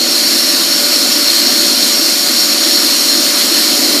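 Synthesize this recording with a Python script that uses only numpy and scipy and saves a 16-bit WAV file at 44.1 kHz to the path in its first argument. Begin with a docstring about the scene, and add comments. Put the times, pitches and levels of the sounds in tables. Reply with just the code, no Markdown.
"""Grain blower at full speed

Outdoors, an electric grain blower runs close to a hand-held mono microphone. The impeller hums on
multiples of the shaft speed, air roars in the casing and hisses through the steel pipe, whose many narrow
resonances ring as a shrill, restless whine. Near the end the microphone moves in on the motor."""
import sys
import numpy as np
from scipy import signal
from scipy.fft import rfft, irfft, next_fast_len
from scipy.io import wavfile
from scipy.ndimage import uniform_filter1d, map_coordinates

SR = 44100
rng = np.random.default_rng(int(sys.argv[2]) if len(sys.argv) > 2 else 0)


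def transcribe(u):
    """Save the signal u as a 16-bit wav file named by the first command-line argument.

    u: samples, shape (n,) or (channels, n), limited to [-1, 1]; the rate is SR.
    q: integer samples, one column per channel.
    """
    v = np.clip(np.atleast_2d(u).T, -1, 1)
    q = np.round(v * 32767).astype(np.int16)
    wavfile.write(sys.argv[1], SR, q)


N = 176400
TIME_S = np.arange(N) / SR


def amp(db):
    """Decibels to gain."""
    return 10 ** (np.asarray(db) / 20)


def unit_rms(x):
    """Scale to rms 1."""
    return x / np.sqrt(np.mean(x ** 2) + 1e-20)


def wobble(rate_hz):
    """A smooth random curve through rate_hz knots a second."""
    return map_coordinates(rng.standard_normal(400), [TIME_S * rate_hz], mode="wrap")


def filtered(x, response):
    """Filter x by a gain given as a function of frequency."""
    size = next_fast_len(N + SR // 4)
    freq_hz = np.fft.rfftfreq(size, 1 / SR)
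    return irfft(rfft(x, size) * response(freq_hz), size)[..., :N]


def rushing_air(spectrum, patchy_db):
    """Noise shaped to a spectrum, its level uneven in small patches of time and frequency."""
    bins = signal.stft(rng.standard_normal(N), nperseg=512)[2]
    patches = uniform_filter1d(rng.standard_normal(bins.shape), size=6, axis=0)
    patches = uniform_filter1d(patches, size=14, axis=1)
    noise = signal.istft(bins * amp(patchy_db * unit_rms(patches)), nperseg=512)[1][:N]
    freq_hz, density_db = np.transpose(spectrum)
    shaped = filtered(noise, lambda hz: amp(np.interp(np.log(hz + 1), np.log(freq_hz + 1), density_db)))
    return np.sqrt(SR / 2) * shaped


# Tones of motor and impeller, from beside the blower: shaft_multiple, level_db
HUM_TONES = [(4, -46), (5, -35.5), (6, -35.5), (7, -33.5), (12, -32.5), (13, -45), (15, -40), (11, -44),
             (20, -44.5), (24, -43.5), (28, -45.5), (30, -39), (36, -55)]

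def impeller_hum(shaft_hz=48.5, speed_wander=0.00047, flutter_db=1.5):
    """Motor and impeller tones locked to the shaft, each fluttering in the turbulent air."""
    speed_hz = shaft_hz * (1 + speed_wander * wobble(rate_hz=2.955))
    turns = np.cumsum(speed_hz) / SR
    hum = np.zeros(N)
    for shaft_multiple, level_db in HUM_TONES:
        peak = np.sqrt(2) * amp(level_db + flutter_db * wobble(rate_hz=7.07))
        hum += peak * np.sin(2 * np.pi * (shaft_multiple * turns + rng.random()))
    return hum


# Narrow resonances of pipe and casing: pitch_hz, width_hz, level_db, change_at_motor_db
PIPE_RESONANCES = [(3090, 25, -40, 0), (3165, 30, -39, 0), (3760, 40, -38, 0), (3978, 18, -35.5, 0),
                   (4135, 13, -25, 1), (4232, 8, -21.3, -6), (4281, 20, -25.2, -1), (4346, 28, -26.7, 0),
                   (4445, 18, -25.5, 0), (4573, 14, -29.7, 0), (4727, 14, -27.3, -3), (4905, 30, -34.5, 0),
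                   (5113, 14, -36, 0), (5346, 11, -30.5, 8), (5475, 9, -22.3, -13), (5528, 24, -28.5, -4),
                   (5595, 20, -34, 0), (5678, 14, -34.5, 2), (5793, 14, -33, -5), (5925, 18, -40, 0),
                   (6078, 18, -37.5, 0), (6262, 30, -36.5, 0), (6680, 40, -37, 0), (6745, 16, -34.5, 5),
                   (6892, 14, -32, -7), (6938, 18, -33.5, -4), (7190, 25, -40, 0), (8460, 50, -37, -3),
                   (10210, 40, -39, 0)]
# Slow swell of the upper whine at the microphone: time_s, gain_db
UPPER_SWELL = [(0, 0), (.9, 0), (1.3, 1), (1.7, 0.5), (2.2, 0.5), (2.45, 1.5), (2.95, 2.5), (3.2, 2.5),
               (4, 0)]

def pipe_whine(closeness, upper_from_hz=5200):
    """The flow drives every resonance at random; the microphone's position sets how loud each is."""
    freq_hz = np.fft.rfftfreq(N, 1 / SR)
    swell_db = np.interp(TIME_S, *np.transpose(UPPER_SWELL))
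    whine = np.zeros(N)
    for pitch_hz, width_hz, level_db, change_at_motor_db in PIPE_RESONANCES:
        drive = np.exp(2j * np.pi * rng.random(len(freq_hz)))
        resonance = freq_hz * width_hz / (pitch_hz ** 2 - freq_hz ** 2 + 1j * freq_hz * width_hz)
        skirt_taper = 1 / (1 + ((freq_hz - pitch_hz) / (10 * width_hz)) ** 2)
        ring = unit_rms(irfft(drive * resonance * skirt_taper, N))
        heard_db = level_db + change_at_motor_db * closeness + swell_db * (pitch_hz > upper_from_hz)
        whine += amp(heard_db) * ring
    return whine


# Turbulence in the casing, from beside the blower: freq_hz, density_db (power per Hz)
CASING_SPECTRUM = [(20, -97), (60, -93), (85, -84), (112, -92), (140, -75), (170, -66), (195, -55.5),
                   (228, -53.5), (258, -46.5), (330, -46.5), (370, -53.5), (460, -58), (530, -56.5),
                   (620, -57), (720, -59), (820, -65), (1200, -65), (3000, -100)]

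def casing_roar(closeness, change_at_motor_db=3):
    """Turbulent air in the casing: a low, slightly unsteady roar, louder close to the motor."""
    roar = rushing_air(CASING_SPECTRUM, patchy_db=1.02)
    return roar * amp(change_at_motor_db * closeness + 0.56 * wobble(rate_hz=12))


# Air in the steel pipe, from beside the blower: freq_hz, density_db (power per Hz)
PIPE_SPECTRUM = [(200, -110), (820, -67), (1150, -58.5), (1600, -58), (2100, -56.5), (2500, -57.5),
                 (3500, -54.5), (3900, -51), (4300, -47), (4700, -48), (5100, -51), (5500, -52.5),
                 (6000, -55.5), (7000, -56.5), (8000, -57.5), (9300, -59), (10500, -57), (11900, -59.5),
                 (13300, -58.5), (14400, -59)]

def pipe_hiss(closeness, change_at_motor_db=0.7, turn_s=0.34, turned_away_db=-2.5):
    """Air rushes through the pipe; its hiss grows at first as the microphone turns to the blower."""
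    hiss = rushing_air(PIPE_SPECTRUM, patchy_db=1.0)
    turned_away = np.clip(1 - TIME_S / turn_s, 0, 1)
    position_db = change_at_motor_db * closeness + turned_away_db * turned_away
    return hiss * amp(position_db + 0.4 * wobble(rate_hz=15))


# Path of the hand-held microphone: time_s, closeness (0 beside the blower, 1 close on the motor)
MICROPHONE_PATH = [(0, 0), (2.9, 0), (3.35, 0.63), (3.55, 0.56), (4, 1)]

def scene():
    """The whole blower at one close microphone, the same in both channels."""
    closeness = np.interp(TIME_S, *np.transpose(MICROPHONE_PATH))
    blower = impeller_hum() + pipe_whine(closeness) + casing_roar(closeness) + pipe_hiss(closeness)
    return np.array([blower, blower])


def record(dry):
    """The recorder clips any peak over full scale and keeps nothing above its band limit."""
    return filtered(np.clip(dry, -1, 1), lambda hz: hz < 14560)


dry = scene()
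out = record(dry)
transcribe(out)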